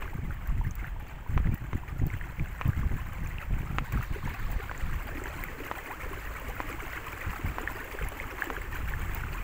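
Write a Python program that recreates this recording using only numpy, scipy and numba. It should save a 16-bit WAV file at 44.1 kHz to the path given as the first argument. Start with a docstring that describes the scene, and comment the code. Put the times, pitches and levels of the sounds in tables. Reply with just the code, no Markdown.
"""A pedal boat on two inflatable pontoons glides along a calm river, heard from the seat.
From the start bubbles resonate in the wake, air gurgles under the hulls, spray ticks, the river murmurs
and eddies of wind press on the microphone. The slack pedal drive knocks, exciting damped modes; larger
bubbles plop and droplets tick and ring. The wake then grows louder; from about 4 s a faint band of noise
fades in and out and low bubbles gulp between the hulls; from about 6 s air pockets glug, rising in pitch."""
import sys
import numpy as np
from scipy import signal
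from scipy.fft import rfft, irfft, next_fast_len
from scipy.io import wavfile
from scipy.ndimage import uniform_filter1d
from numba import njit

SR = 44100
rng = np.random.default_rng(int(sys.argv[2]) if len(sys.argv) > 2 else 0)


def generate_wav(signal):
    """Clip the signal to [-1, 1] and save it as 16-bit WAV at the path in sys.argv[1]."""
    frames = np.transpose(np.atleast_2d(signal))
    scaled = np.clip(frames, -1, 1) * 32767
    pcm = np.round(scaled).astype(np.int16)
    wavfile.write(sys.argv[1], SR, pcm)


N = 415863
TIME = np.arange(N) / SR

# spectrum of the fine spray and of droplet impacts: (frequency [Hz], relative density [dB per Hz])
SPRAY_SPECTRUM = [(2800, -15), (4200, -6.5), (5500, -8), (6600, -3), (7700, -0.5), (9000, -10),
                  (10000, -9.5), (11500, -8), (13000, -5.5), (14300, 0), (15300, 5.5), (16000, 0.5)]


def undb(db):
    """Amplitude gain is ten to the power of decibels over twenty."""
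    return 10 ** (np.asarray(db) / 20)


def unit(x):
    """Normalisation: divide a signal by its root mean square."""
    return x / np.sqrt(np.mean(x ** 2))


def curves(table):
    """Linear interpolation: each column after the time becomes one value per sample."""
    seconds, *columns = np.transpose(table)
    return [np.interp(TIME, seconds, column) for column in columns]


def colour(x, spectrum):
    """Linear filtering: shape a sound in frequency, falling 12 dB per octave above the last point; rms 1."""
    hz, db = np.transpose(spectrum)
    f = np.maximum(np.arange(N // 2 + 1) * SR / N, 1)
    rolloff = np.minimum(hz[-1] / f, 1) ** 2
    gain = undb(np.interp(np.log(f), np.log(hz), db)) * rolloff
    # zero padding keeps the end of the sound from wrapping round to its start
    size = next_fast_len(N + SR // 10, True)
    gain = np.interp(np.arange(size // 2 + 1) * SR / size, f, gain)
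    return unit(irfft(rfft(x, size) * gain, size)[:N])


def walk(rate):
    """Low-pass noise: random levels, about rate [1/s] of them, smoothed into a wander of spread 1."""
    k = max(int(SR / rate), 2)
    steps = np.repeat(rng.standard_normal(N // 20)[:N // k + 1], k)
    return unit(uniform_filter1d(steps, k)[:N])


def swell(start, hold, attack, release):
    """Piecewise-linear envelope [s]: reaches 1 at the start after its attack, holds and falls away."""
    corners = start + np.array([-attack, 0, hold, hold + release])
    return np.interp(TIME, corners, [0, 1, 1, 0])


@njit
def ring(start, hz, cycles, size, glide):
    """Bubble resonance: each swells, decays with a time constant in cycles and rises in pitch."""
    out = np.zeros(N)
    for k in range(len(start)):
        life = cycles[k] / hz[k] * SR  # time constant in samples
        first, phase = int(start[k] * SR), 0.
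        for i in range(max(min(int(9 * life), N - first), 0)):
            age = i / life
            phase += 2 * np.pi * hz[k] / SR * (1 + glide * age)
            out[first + i] += size[k] * age * np.exp(1 - age) * np.sin(phase)
    return out


def bubbles(count, low_hz, high_hz, cycles, scatter_db, glide):
    """Superposition: a cloud of bubble resonances between two pitches, a few much stronger than the rest."""
    when, pitch, damping, strength = rng.random((count, 4)).T
    hz = low_hz + (high_hz - low_hz) * pitch
    rings = cycles * 2 ** (2 * damping - 1)  # up to twice or down to half
    level_db = -scatter_db * np.log(strength + .01)
    size = undb(level_db) * np.sqrt(hz / rings)
    return ring(when * N / SR, hz, rings, size, glide)


def single_bubbles(table, cycles, glide):
    """Damped resonance of separate bubbles, one per row of (time [s], peak [dB], starting pitch [Hz])."""
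    seconds, db, hz = np.array(table, float).T.copy()
    return ring(seconds, hz, np.full(len(seconds), cycles * 1.), undb(db), glide)


def laps(per_second, decay_s, scatter_db):
    """Shot noise: ripples break at random moments, each at once, and drain exponentially; rms 1."""
    chance, strength = rng.random((2, N))
    breaks = (chance < per_second / SR) * undb(scatter_db * strength) ** 2
    energy = signal.lfilter([1], [1, -np.exp(-1 / (decay_s * SR))], breaks) + 1e-6
    # the flow feeds the ripples evenly, so a big one leaves less for its neighbours
    return unit(np.sqrt(energy / uniform_filter1d(energy, size=SR // 6)))


def flow():
    """Amplitude modulation: the wake's level and its lift by wavelets [dB], quick to rise, slower to drain."""
    # wake along the pontoons, louder once the microphone is turned down to the water:
    # (time [s], relative level [dB])
    wake_level = [(0, -51.5), (1.1, -53.5), (2.0, -52), (3.0, -48.5), (3.65, -49), (4.0, -47.5), (4.9, -46),
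                  (5.5, -44), (6.3, -44.5), (7.0, -43.5), (8.2, -44), (9.43, -44)]
    # wavelets that slap along a tube and lift the wake: (time of the crest [s], lift [dB])
    wavelets = [(0.02, 7.5), (0.42, 2.5), (0.8, 6), (1.39, 5), (1.46, 6), (1.7, 1.5), (2.11, 4),
                (2.24, 3.5), (2.63, 4.5), (2.81, 2), (3.33, 3), (3.95, 4.5), (4.29, 5.5), (4.7, 0.5),
                (5.44, 1.5), (5.52, 2.5), (6.62, 2.5), (6.97, 3), (7.27, 3.5), (8.4, 4), (9.11, 2)]
    level_db, = curves(wake_level)
    lift_db = sum(lift * swell(s, hold=0, attack=0.045, release=0.1) for s, lift in wavelets)
    return level_db, lift_db


def wake(lapping, babble_db, wash_db):
    """Bubble resonance: breaking ripples free bursts of bubbles over the wash of countless smaller ones."""
    # spectrum of the wake: (frequency [Hz], relative density [dB per Hz])
    babble_spectrum = [(300, -3.5), (600, -9), (800, -3.5), (1080, 0.5), (1300, -1), (1700, 0.5),
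                       (2100, -1), (2600, -6), (3100, -13), (3700, -24.5), (4600, -26.5), (6000, -33)]
    level_db, lift_db = flow()
    cloud = bubbles(count=13000, low_hz=498, high_hz=4288, cycles=3.15, scatter_db=3.5, glide=0.0083)
    babble = colour(cloud * lapping, babble_spectrum)
    wash = colour(rng.standard_normal(N), babble_spectrum)
    return undb(level_db + lift_db) * (undb(babble_db) * babble + undb(wash_db) * wash)


def churn(lapping, gurgle_db, spray_db, hiss_db, scatter_db):
    """Bubble resonance: large air pockets gurgle low, tiny droplets tick and ring high over a smooth hiss."""
    # air gurgling under the hulls: (time [s], level [dB])
    gurgle_level = [(0, -44.5), (0.4, -70), (1.0, -60), (1.4, -58), (3.7, -60), (4.3, -52.5), (5.0, -52.5),
                    (5.17, -44.5), (5.5, -50.5), (6.1, -46.5), (6.8, -51), (7.9, -47), (8.45, -49.5),
                    (9.43, -53.5)]
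    # spectrum of the gurgle: (frequency [Hz], relative density [dB per Hz])
    gurgle_spectrum = [(170, -35), (250, 1), (330, 2.5), (500, -0.5), (620, -4.5), (900, -25), (1600, -40)]
    low_db, = curves(gurgle_level)
    cloud = bubbles(count=4000, low_hz=205.2, high_hz=911, cycles=1.65, scatter_db=4.5, glide=0.0033)
    gurgle = colour(cloud, gurgle_spectrum)

    level_db, lift_db = flow()
    top_db = level_db + 0.46 * lift_db  # only a share of a wavelet's lift reaches the spray
    hits = rng.random(N) < 700 / SR  # about 700 droplet impacts a second
    impacts = hits * undb(-scatter_db * np.log(rng.random(N) + .01))
    fizz = bubbles(count=9000, low_hz=2960, high_hz=15720, cycles=5.3, scatter_db=4.0, glide=0.0027)
    spray = undb(spray_db) * colour((unit(impacts) + unit(fizz)) * lapping, SPRAY_SPECTRUM)
    hiss = undb(hiss_db) * colour(rng.standard_normal(N), SPRAY_SPECTRUM)
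    return undb(low_db + gurgle_db) * gurgle + undb(top_db) * (spray + hiss)


def river(level_db, wander_db):
    """Incoherent sum of distant sources: far water and reeds make a soft, slowly wandering noise bed."""
    # spectrum of the open river further off: (frequency [Hz], relative density [dB per Hz])
    river_spectrum = [(200, -3), (500, -5.5), (850, 3.5), (1300, -11), (2200, -14.5), (3100, -11.5),
                      (4000, -28)]
    return undb(level_db + wander_db * walk(5)) * colour(rng.standard_normal(N), river_spectrum)


def airflow(wander_db, eddy_wander_db):
    """Energy addition: gusts add to a restless breeze; levels [dB] of slow rumble and fast eddies."""
    # headwind on the microphone, weaker while it points down:
    # (time [s], relative slow rumble level [dB], relative fast eddy level [dB])
    breeze = [(0, -38, -48), (0.85, -36, -42.5), (1.1, -42, -46.5), (1.8, -39, -46.5), (2.6, -37, -43),
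              (3.3, -38, -42.5), (4.7, -40, -47), (5.4, -37.5, -46), (5.85, -46.5, -56.5),
              (6.3, -39.5, -47.5), (7.1, -42, -53.5), (7.8, -41, -55), (8.45, -44.5, -59), (8.85, -32, -41),
              (9.43, -37, -40)]
    # gusts: (time of full strength [s], hold [s], relative rumble level [dB], relative buffet level [dB])
    gusts = [(0.157, 0.019, -36, -25.5), (0.234, 0.091, -40, -33.5), (0.491, 0.12, -28, -38.5),
             (0.649, 0.047, -31, -33), (1.305, 0.23, -30, -30), (1.621, 0.013, -56, -32.5),
             (1.728, 0.023, -34.5, -30), (1.93, 0.068, -38, -36.5), (2.019, 0.047, -40, -28),
             (2.129, 0.034, -46, -34), (2.385, 0.042, -28.5, -31), (2.66, 0.037, -36, -28),
             (2.778, 0.09, -34.5, -31.5), (2.914, 0.055, -39, -31.5), (3.156, 0.12, -40, -41),
             (3.506, 0.12, -32, -30.5), (3.662, 0.15, -34.5, -33.5), (3.922, 0.074, -32, -30),
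             (4.10, 0.03, -32.5, -34), (4.238, 0.09, -40, -35.5), (4.406, 0.16, -32, -40),
             (4.831, 0.15, -29, -40), (5.995, 0.14, -44, -45.5), (6.677, 0.3, -44, -55),
             (7.268, 0.032, -28.5, -44), (7.448, 0.047, -31.5, -31.5), (8.023, 0.052, -34.5, -37),
             (8.218, 0.031, -35, -43.5)]
    slow_db, fast_db = curves(breeze)
    restless = np.tanh(walk(15))
    slow = undb(slow_db + wander_db * restless) ** 2
    fast = undb(fast_db + eddy_wander_db * restless) ** 2
    for s, length, rumble_db, buffet_db in gusts:
        gust = swell(s, length, attack=0.014, release=0.03)
        slow = slow + (undb(rumble_db) * gust) ** 2
        fast = fast + (undb(buffet_db) * gust) ** 2
    return 10 * np.log10(slow), 10 * np.log10(fast)


def wind(rumble_db, eddy_db, flutter_db, buffet_db, hard_db, steepness):
    """Turbulent pressure: large eddies push slowly on the microphone, small ones in quick, uneven buffets."""
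    # spectra of large, small and finest eddies: (frequency [Hz], relative density [dB per Hz])
    rumble_spectrum = [(4, -9), (12, -3.5), (25, 0.5), (50, -2), (80, -8), (120, -15.5), (200, -25),
                       (400, -76)]
    eddy_spectrum = [(40, -1), (80, 2.5), (115, 0.5), (160, -7), (230, -25), (400, -29), (800, -62)]
    hard_spectrum = [(70, -20), (140, 1.5), (210, 2), (300, -3), (450, -20), (800, -17), (2000, -58)]
    slow_db, fast_db = airflow(wander_db=-0.5, eddy_wander_db=3.0)
    rumble = colour(rng.standard_normal(N), rumble_spectrum) * undb(slow_db + rumble_db)
    unevenness_db = flutter_db * np.tanh(walk(130)) + buffet_db * np.tanh(walk(35))
    strength = undb(fast_db + unevenness_db)
    turbulence = rng.standard_normal(N)
    eddies = colour(turbulence, eddy_spectrum) * strength * undb(eddy_db)
    # the finest eddies grow faster than the gust, so strong buffets are also brighter
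    hard = unit(colour(turbulence, hard_spectrum) * strength ** steepness) * undb(hard_db)
    return rumble + eddies + hard


def knocks(knock_db, contact_hz, rattle_db, rattle_t60, echo_s, echo_db):
    """Impact excites damped modes: drive slack is taken up, the deck echoes the blow, the frame rattles."""
    # knocks of the pedal drive: (time [s], relative level [dB], pitch of the contact [ratio])
    knock_events = [(0.0236, -22.5, 0.87), (1.3772, -13.5, 0.95), (1.731, -19.5, 0.97), (2.6125, -13, 0.94),
                    (3.7848, -7.5, 1.07), (4.7138, -17, 0.92), (5.714, -11.5, 0.85), (6.6029, -11, 0.85),
                    (7.5842, -13, 0.86), (8.5020, -13.5, 0.95)]
    # ring of the drive and its frame: (frequency at pitch ratio 1 [Hz], relative level [dB], T60 [s])
    drive_modes = [(373, -18.5, 0.01), (730, -17, 0.012), (1133, -0.5, 0.0066), (1356, -34, 0.014),
                   (1980, -2, 0.0027), (2370, -27, 0.0025), (6250, -2, 0.0091)]
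    out, t = np.zeros(N + SR), np.arange(SR // 10) / SR
    frame = signal.butter(4, [350, 3000], "bandpass", fs=SR, output="sos")
    for s, db, pitch in knock_events:
        modes = np.zeros(len(t))
        for hz, mode_db, t60 in drive_modes:
            decay = np.exp(-np.log(1000) * t / t60)
            modes += undb(mode_db) * decay * np.cos(2 * np.pi * hz * pitch * t)
        # a harder contact rings higher and lets more treble through
        cutoff_hz = min(contact_hz * pitch ** 2, SR / 3)
        soften = signal.butter(3, cutoff_hz, fs=SR, output="sos")
        blow = signal.sosfilt(soften, -modes)
        blow = blow + undb(echo_db) * np.interp(t - echo_s, t, blow, left=0)
        rattle = unit(signal.sosfilt(frame, rng.standard_normal(len(t))))
        rattle = rattle * np.exp(-np.log(1000) * t / rattle_t60)
        knock = blow / np.abs(blow).max() + undb(rattle_db) * rattle
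        first = int(s * SR)
        out[first:first + len(t)] += undb(db + knock_db) * knock
    return out[:N]


def plops(level_db):
    """Damped bubble resonance: larger bubbles plop out of the wake with a very slight rise in pitch."""
    # larger bubbles: (time [s], relative level [dB], starting pitch [Hz])
    plop_events = [(0.078, -30.5, 1520), (0.132, -35.5, 860), (0.307, -30.5, 1470), (0.612, -30, 914),
                   (0.844, -29.5, 1480), (0.962, -36.5, 900), (1.262, -36, 940), (1.445, -32, 1580),
                   (1.471, -30, 1960), (1.834, -35, 960), (2.102, -30.5, 2090), (2.212, -27, 1800),
                   (2.396, -27, 2240), (2.618, -26, 2410), (2.732, -30.5, 1570), (2.832, -32, 1090),
                   (3.384, -27.5, 2620), (3.974, -26, 1260), (4.01, -29, 1220), (4.275, -29, 930),
                   (4.695, -26, 1520), (5.257, -26.5, 1630), (5.438, -22.5, 2060), (5.485, -28, 1890),
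                   (6.975, -27, 1410), (7.675, -16.5, 1740), (7.988, -25, 1600), (8.2, -22, 2100),
                   (8.421, -14, 1650), (8.566, -22.5, 1580), (8.937, -22.5, 1680), (9.236, -24.5, 1440)]
    return undb(level_db) * single_bubbles(plop_events, cycles=1.7, glide=.01)


def droplets(ring_db, tick_db):
    """Impact and resonance: a drop ticks on the surface and leaves a tiny ringing bubble."""
    # single droplets falling back: (time [s], relative level [dB], starting pitch [Hz])
    drop_events = [(0.4736, -33, 13800), (0.71, -37, 6300), (0.754, -29.5, 14100), (1.5433, -28.5, 15500),
                   (2.067, -30, 14600), (2.679, -32, 14700), (3.273, -40, 7100), (3.924, -24.5, 16300),
                   (4.5157, -27.5, 15700), (4.778, -37, 7090), (5.2387, -35, 7550), (5.4383, -26, 14800),
                   (7.7184, -34, 14100), (8.0866, -29.5, 11000), (8.441, -28, 15800), (9.148, -24, 14900)]
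    impacts = np.zeros(N)
    for s, db, _ in drop_events:
        impacts[int(s * SR)] = undb(db)
    decay = np.exp(-np.arange(SR // 100) / SR / 0.0038)  # time constant 3.8 ms
    splat = rng.standard_normal(SR // 100) * decay
    ticks = signal.oaconvolve(impacts, splat)[:N]
    ticks = ticks.std() * colour(ticks, SPRAY_SPECTRUM)
    rings = single_bubbles(drop_events, cycles=2.9, glide=.002)
    return undb(tick_db) * ticks + undb(ring_db) * rings


def narrow_noise(level_db, start_s, length_s):
    """Band-limited noise: a faint narrow band around 3.6 to 4.6 kHz fades in and out."""
    # spectrum of the band: (frequency [Hz], relative density [dB per Hz])
    band_spectrum = [(2500, -16), (3600, 0), (4600, -2), (5200, -13), (7000, -40)]
    envelope = swell(start_s, length_s, attack=0.05, release=0.17)
    return undb(level_db) * envelope * colour(rng.standard_normal(N), band_spectrum)


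def gulps(level_db):
    """Damped resonance: bubbles gulp low between the hulls, swelling for a cycle, dying in a few more."""
    # low gulps: (time [s], relative level [dB], starting pitch [Hz])
    gulp_events = [(4.159, -30.5, 397), (4.598, -33, 403), (5.089, -34, 630), (5.153, -31, 297),
                   (5.216, -32, 370), (5.256, -34, 357), (5.602, -30.5, 410), (6.699, -33.5, 450),
                   (7.63, -32, 308), (7.949, -32, 490), (8.471, -31, 307), (8.507, -31, 436),
                   (8.575, -32, 387)]
    return undb(level_db) * single_bubbles(gulp_events, cycles=1.18, glide=.02)


def glugs():
    """Rising resonance: air pockets close under a hull, close by, and their note climbs as it fades."""
    # closing air pockets: (time [s], peak [dB], starting pitch [Hz])
    glug_events = [(5.894, -36.5, 630), (6.78, -41, 800), (8.06, -41, 1240)]
    return single_bubbles(glug_events, cycles=11, glide=0.36)


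def scene():
    """Superposition: water, drive and wind add at one microphone in the open air."""
    lapping = laps(per_second=55, decay_s=0.02, scatter_db=13)
    water = wake(lapping, babble_db=-0.1, wash_db=-3.5)
    water = water + churn(lapping, gurgle_db=0, spray_db=-11, hiss_db=-13.0, scatter_db=3.5)
    distance = river(level_db=-60, wander_db=3.0)
    air = wind(rumble_db=0.1, eddy_db=-3.0, flutter_db=8.0, buffet_db=2.0, hard_db=-50, steepness=1.27)
    drive = knocks(knock_db=-2.7, contact_hz=2410, rattle_db=-25, rattle_t60=0.045,
                   echo_s=0.00387, echo_db=-10.5)
    drops = plops(level_db=-2) + droplets(ring_db=1.0, tick_db=-14.5)
    band = narrow_noise(level_db=-65, start_s=3.85, length_s=1)
    hollows = gulps(level_db=-2.0) + glugs()
    return (water + distance + air + drive + drops + band + hollows)[None]


def record(dry):
    """Low-pass filtering: the recorder cuts the very top, above 15.6 kHz."""
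    lowpass = signal.ellip(10, .2, 70, 15600, fs=SR, output="sos")
    return signal.sosfilt(lowpass, dry)


dry = scene()
out = record(dry)
generate_wav(out)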